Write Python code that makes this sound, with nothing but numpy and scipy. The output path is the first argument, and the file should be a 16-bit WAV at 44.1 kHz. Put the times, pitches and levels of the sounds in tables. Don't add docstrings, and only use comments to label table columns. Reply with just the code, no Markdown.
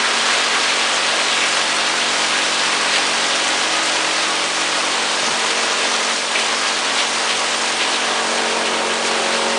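import sys
import numpy as np
from scipy import signal
from scipy.fft import rfft, irfft, next_fast_len
from scipy.io import wavfile
from scipy.ndimage import uniform_filter1d, map_coordinates

SR = 44100
rng = np.random.default_rng(int(sys.argv[2]) if len(sys.argv) > 2 else 0)


def wav_out(sig):
    wavfile.write(sys.argv[1], SR, np.round(np.clip(np.atleast_2d(sig).T, -1, 1) * 32767).astype(np.int16))


N = 422478
TIME_S = np.arange(N) / SR


def amp(db):
    return 10 ** (np.asarray(db) / 20)


def unit(x):
    return x / np.sqrt(np.mean(x ** 2) + 1e-20)


def curve(rows):
    return np.interp(TIME_S, *np.transpose(rows))


def wobble(knots_per_s):
    coarse = np.arange(0, N + 64, 64)
    knots = rng.standard_normal(2048)
    spline = map_coordinates(knots, [coarse * knots_per_s / SR], mode="wrap")
    return np.interp(np.arange(N), coarse, spline)


def filtered(x, response):
    size = next_fast_len(N + 8192)
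    return irfft(rfft(x, size) * response(np.fft.rfftfreq(size, 1 / SR)), size)[:N]


def coloured(x, spectrum):
    points_hz, db = np.transpose(spectrum)
    return unit(filtered(x, lambda hz: amp(np.interp(np.log(hz + 1), np.log(points_hz), db))))


def resonance(centre_hz, half_width_hz):
    noise = rng.standard_normal(N)
    return unit(filtered(noise, lambda hz: 1 / (1 + ((hz - centre_hz) / half_width_hz) ** 2)))


def patchy(x, depth_db):
    spectra = signal.stft(x, nperseg=512)[2]
    across_bands = uniform_filter1d(rng.standard_normal(spectra.shape), size=9, axis=0)
    patches = unit(uniform_filter1d(across_bands, size=10, axis=1))
    return signal.istft(spectra * amp(depth_db * patches), nperseg=512)[1][:N]


def impacts(per_s, scatter_db, blur):
    clicks = (rng.random(N) < per_s / SR) * rng.choice([-1, 1], N)
    hits = clicks * amp(scatter_db * rng.uniform(-0.57, 1, N))
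    return np.sqrt(1 - blur) * unit(hits) + np.sqrt(blur) * rng.standard_normal(N)


def strokes(beats, depth, fall_beats, uneven_db=6, stray_beats=0.12):
    cuts = np.abs(beats + stray_beats * wobble(30))
    force = amp(uneven_db * (2 * rng.random(1024) - 1))[cuts.astype(int)]
    return unit(1 + depth * force * np.exp(-(cuts % 1) / fall_beats))


# (frequency [Hz], relative density [dB])
BELT_SPECTRUM = [(3000, -40), (5500, -11), (7500, -0.5), (9000, 2.5), (10200, -7.5)]


def belts(level_db=-35):
    return amp(level_db + 0.4 * wobble(9)) * coloured(rng.standard_normal(N), BELT_SPECTRUM)


# (time [s], relative level [dB])
WHINE_LEVELS = [(0, -26.5), (1.2, -31.5), (3, -31.5), (4, -35), (4.7, -41), (5.6, -32), (7, -37),
                (9.58, -32.5)]


def motor_whine(pitch_hz=1636, half_width_hz=20, gain_db=-2.5):
    return amp(curve(WHINE_LEVELS) + gain_db) * resonance(pitch_hz, half_width_hz)


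# (frequency [Hz], half width [Hz], relative level [dB])
HOUSING_MODES = [(1065, 22, -4.5), (1132, 17, 1), (1256, 19, 1.5), (1456, 12, 1.5), (1936, 30, 1),
                 (2350, 32, -8), (2474, 77, -7), (3080, 44, -3.5), (3500, 19, -11.5), (4335, 20, 0.5)]


def housing_ring(shred_db, relative_db=-11, uneven_db=2.5):
    ring = np.zeros(N)
    for mode_hz, half_width_hz, db in HOUSING_MODES:
        ring += resonance(mode_hz, half_width_hz) * amp(db + uneven_db * wobble(6))
    return amp(shred_db + relative_db) * unit(ring)


# (time [s], decay start level [dB], pitch [Hz], t60 [s])
HOUSING_KNOCKS = [(5.228, -29, 133, .06), (5.273, -19, 243, 0.076), (5.299, -24, 177, .06),
                  (5.322, -29, 130, .06)]


def knocks(attack_s=0.0063):
    out = np.zeros(N)
    for start_s, db, pitch_hz, t60_s in HOUSING_KNOCKS:
        age_s = np.maximum(TIME_S - start_s, 0)
        envelope = amp(db - 60 * age_s / t60_s) * (1 - np.exp(-age_s / attack_s))
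        out += envelope * np.sin(2 * np.pi * pitch_hz * age_s)
    return out


# (frequency [Hz], relative density [dB])
AIR_SPECTRUM = [(20, -36.5), (70, -35.5), (110, -29), (160, -21.5), (220, -14), (300, -8), (450, -4.5),
                (700, -2), (1100, -2), (1600, -8.5), (3000, -15), (8000, -52)]
MOUTH_SPECTRUM = [(100, -39), (250, -26), (370, 5), (480, -13), (620, -7), (900, 0), (1400, -17),
                  (4000, -51)]


def air_churn(beats, facing, air_db, mouth_db=-36.5):
    puffs = rng.standard_normal(N) * strokes(beats, depth=0.77, fall_beats=0.42)
    mouth_puffs = rng.standard_normal(N) * strokes(beats, depth=0.8, fall_beats=0.3)
    boom = amp(mouth_db) * facing * coloured(mouth_puffs, MOUTH_SPECTRUM)
    return amp(air_db) * coloured(puffs, AIR_SPECTRUM) + boom


# (beat order, relative level [dB])
MOTOR_ORDERS = [(1, -37), (2, -20.5), (3, -16), (4, -8.5), (5, -5), (6, -4.5), (7, 1), (8, -11.5),
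                (9, -3.5), (10, -5), (11, -4.5), (12, 0), (13, -2.5), (14, -7), (15, -1), (16, -2.5),
                (17, -3.5), (18, -2), (19, -2), (20, -7), (21, -6), (22, -12)]
SIDE_ORDERS = [(1, -41.5), (2, -20.5), (3, -14.5), (4, -14.5), (5, 2), (6, -5), (7, -6), (8, -4), (9, -1),
               (10, 0.5), (11, -3.5), (12, 2.5), (13, 2), (14, 0), (15, -11.5), (16, 1.5), (17, 0.5),
               (18, -14), (19, -3.5), (20, 0), (21, -3), (22, 1)]
MOUTH_ORDERS = [(1, -42), (2, -23), (3, -18.5), (4, -12), (5, 3.5), (6, -18), (7, -7.5), (8, -1.5), (9, 5),
                (10, 3), (11, -7), (12, 6), (13, -6), (14, -3), (15, -10), (16, -5.5), (17, -2.5),
                (18, -3.5), (19, -19), (20, 2), (21, -12), (22, -7)]
# (time [s], extra path [m])
FLOOR_DETOUR = [(0, 2.6), (1.2, 2.7), (3.4, 2.57), (4.3, 2.3), (6.3, 2), (7, 2.22), (8.6, 2.25),
                (9.58, 1.87)]


def drum_drone(beats, beat_hz, place, level_db, drift_db=1.3, flutter=0.13, slip_beats=0.0062):
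    floor_gain, sound_m_per_s = 0.28, 343
    angle_rad = 2 * np.pi * (beats + slip_beats * wobble(7))
    lag_rad = 2 * np.pi * beat_hz * curve(FLOOR_DETOUR) / sound_m_per_s
    tables = np.array([MOTOR_ORDERS, SIDE_ORDERS, MOUTH_ORDERS])
    gains = amp(tables[:, :, 1])
    gains /= np.linalg.norm(gains, axis=1, keepdims=True)
    tone = np.zeros(N)
    for order, by_place in zip(tables[0, :, 0], gains.T):
        gain = np.interp(place, [0, 1, 2], by_place)
        sway = unit(amp(drift_db * wobble(1.635)) * (1 + flutter * wobble(22)))
        phase = order * angle_rad + rng.uniform(0, 2 * np.pi)
        tone += gain * sway * (np.sin(phase) + floor_gain * np.sin(phase - order * lag_rad))
    return np.sqrt(2) * amp(level_db) * tone


# (frequency [Hz], relative density [dB])
SPRAY_SPECTRUM = [(1000, -34), (3000, -19), (4500, 2), (5800, 3), (7500, -0.5), (9000, -3.5), (10200, -9.5)]


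def chip_spray(beats, level_db):
    chips = impacts(per_s=3000, scatter_db=10.5, blur=0.57) * strokes(beats, depth=0.37, fall_beats=0.53)
    return amp(level_db + 0.55 * wobble(14)) * coloured(patchy(chips, depth_db=1.08), SPRAY_SPECTRUM)


# (centre time [s], level [dB], pitch [Hz], half width [octaves], length [s])
TOUGH_PIECES = [(0.05, -19, 1570, .3, .03), (.31, -23, 1550, .45, .07), (0.553, -21, 1450, .36, .05),
                (1.336, -21, 3200, .35, 0.048), (1.44, -21.5, 2400, .25, .06), (2.033, -24, 3100, .15, .05),
                (2.6, -23.5, 4200, .3, .05), (2.954, -20, 2800, 0.63, 0.075),
                (5.95, -22, 3200, 0.54, 0.042), (6.36, -18, 2300, .2, .012),
                (6.402, -22, 2480, 0.31, 0.064), (6.683, -24, 3500, 0.65, .03), (7, -19, 2700, 0.63, 0.069),
                (7.305, -20, 2900, .55, 0.026), (7.82, -23, 2690, 0.46, .055), (7.944, -21, 3300, .5, .04),
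                (8.668, -22.5, 2400, 0.49, .025), (9.068, -23, 3200, 0.99, .035),
                (9.337, -22, 2800, .57, 0.022)]


def bites(beats):
    crunch = impacts(per_s=810, scatter_db=4, blur=0.64) * strokes(beats, depth=0.25, fall_beats=0.33)
    out = np.zeros(N)
    for centre_s, db, pitch_hz, half_oct, length_s in TOUGH_PIECES:
        band = filtered(crunch, lambda hz: (1 + (np.log2((hz + 1) / pitch_hz) / half_oct) ** 4) ** -0.5)
        flare = np.exp(-2 * ((TIME_S - centre_s) / length_s) ** 2)
        out += amp(db) * unit(band) * flare
    return out


# (frequency [Hz], relative density [dB])
SHRED_SPECTRUM = [(200, -52.5), (600, -16), (1000, -2.5), (1400, -1), (1850, -0.5), (2300, 0), (3000, 0.5),
                  (4000, -2), (5500, -10.5), (10000, -35.5)]


def shredding(beats, level_db):
    snaps = impacts(per_s=4000, scatter_db=5.5, blur=0.62) * strokes(beats, depth=0.22, fall_beats=0.43)
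    return amp(level_db + 0.52 * wobble(24)) * coloured(patchy(snaps, depth_db=0.59), SHRED_SPECTRUM)


# (centre time [s], load dip [dB])
FEED_LULLS = [(4.55, 1.3), (6.21, 3)]


def feed_load_db(uneven_db=0.19, half_length_s=0.1):
    dips_db = sum(db * np.exp(-((TIME_S - s) / half_length_s) ** 2) for s, db in FEED_LULLS)
    return uneven_db * wobble(6) - dips_db


# (time [s], rate [Hz])
KNIFE_BEAT = [(0, 45.9), (1.5, 45.95), (4, 46.0), (7, 46.03), (9.58, 46.06)]
# (time [s], place [0 motor, 1 side plate, 2 and up feed mouth])
LISTENER_PATH = [(0, 1.1), (.6, 0.74), (1.8, 0), (4.8, 0.17), (5.35, 1.23), (7.9, 0.82), (8.45, 1.8),
                 (9.58, 2.4)]
# (time [s], hidden share [0-1])
OUTLET_HIDDEN = [(0, 0.1), (.5, 0), (1.8, 0.29), (3.5, 0.39), (4.3, 0.48), (7.2, 0.69), (8.9, 1),
                 (9.58, 0.83)]


def scene():
    beat_hz, place, hidden = curve(KNIFE_BEAT), curve(LISTENER_PATH), curve(OUTLET_HIDDEN)
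    beats = np.cumsum(beat_hz) / SR
    facing = np.clip(place - 1, 0, 1)
    load_db = feed_load_db()
    air_db = -26 + facing + load_db
    drone_db = -30 + 6.2 * facing + load_db
    spray_db = -25.5 - 4.5 * hidden ** 5.9 + 0.3 * load_db
    shred_db = -19 - 4 * hidden + 0.5 * load_db
    drum = drum_drone(beats, beat_hz, place, drone_db) + air_churn(beats, facing, air_db)
    wood = shredding(beats, shred_db) + chip_spray(beats, spray_db) + bites(beats)
    housing = knocks() + housing_ring(shred_db)
    return np.array([drum + wood + housing + motor_whine() + belts()] * 2)


def record(dry, ceiling=0.7, cutoff_hz=10150):
    rounded = dry / (1 + (dry / ceiling) ** 6) ** (1 / 6)
    return np.array([filtered(ch, lambda hz: (1 + (hz / cutoff_hz) ** 500) ** -0.5) for ch in rounded])


dry = scene()
out = record(dry)
wav_out(out)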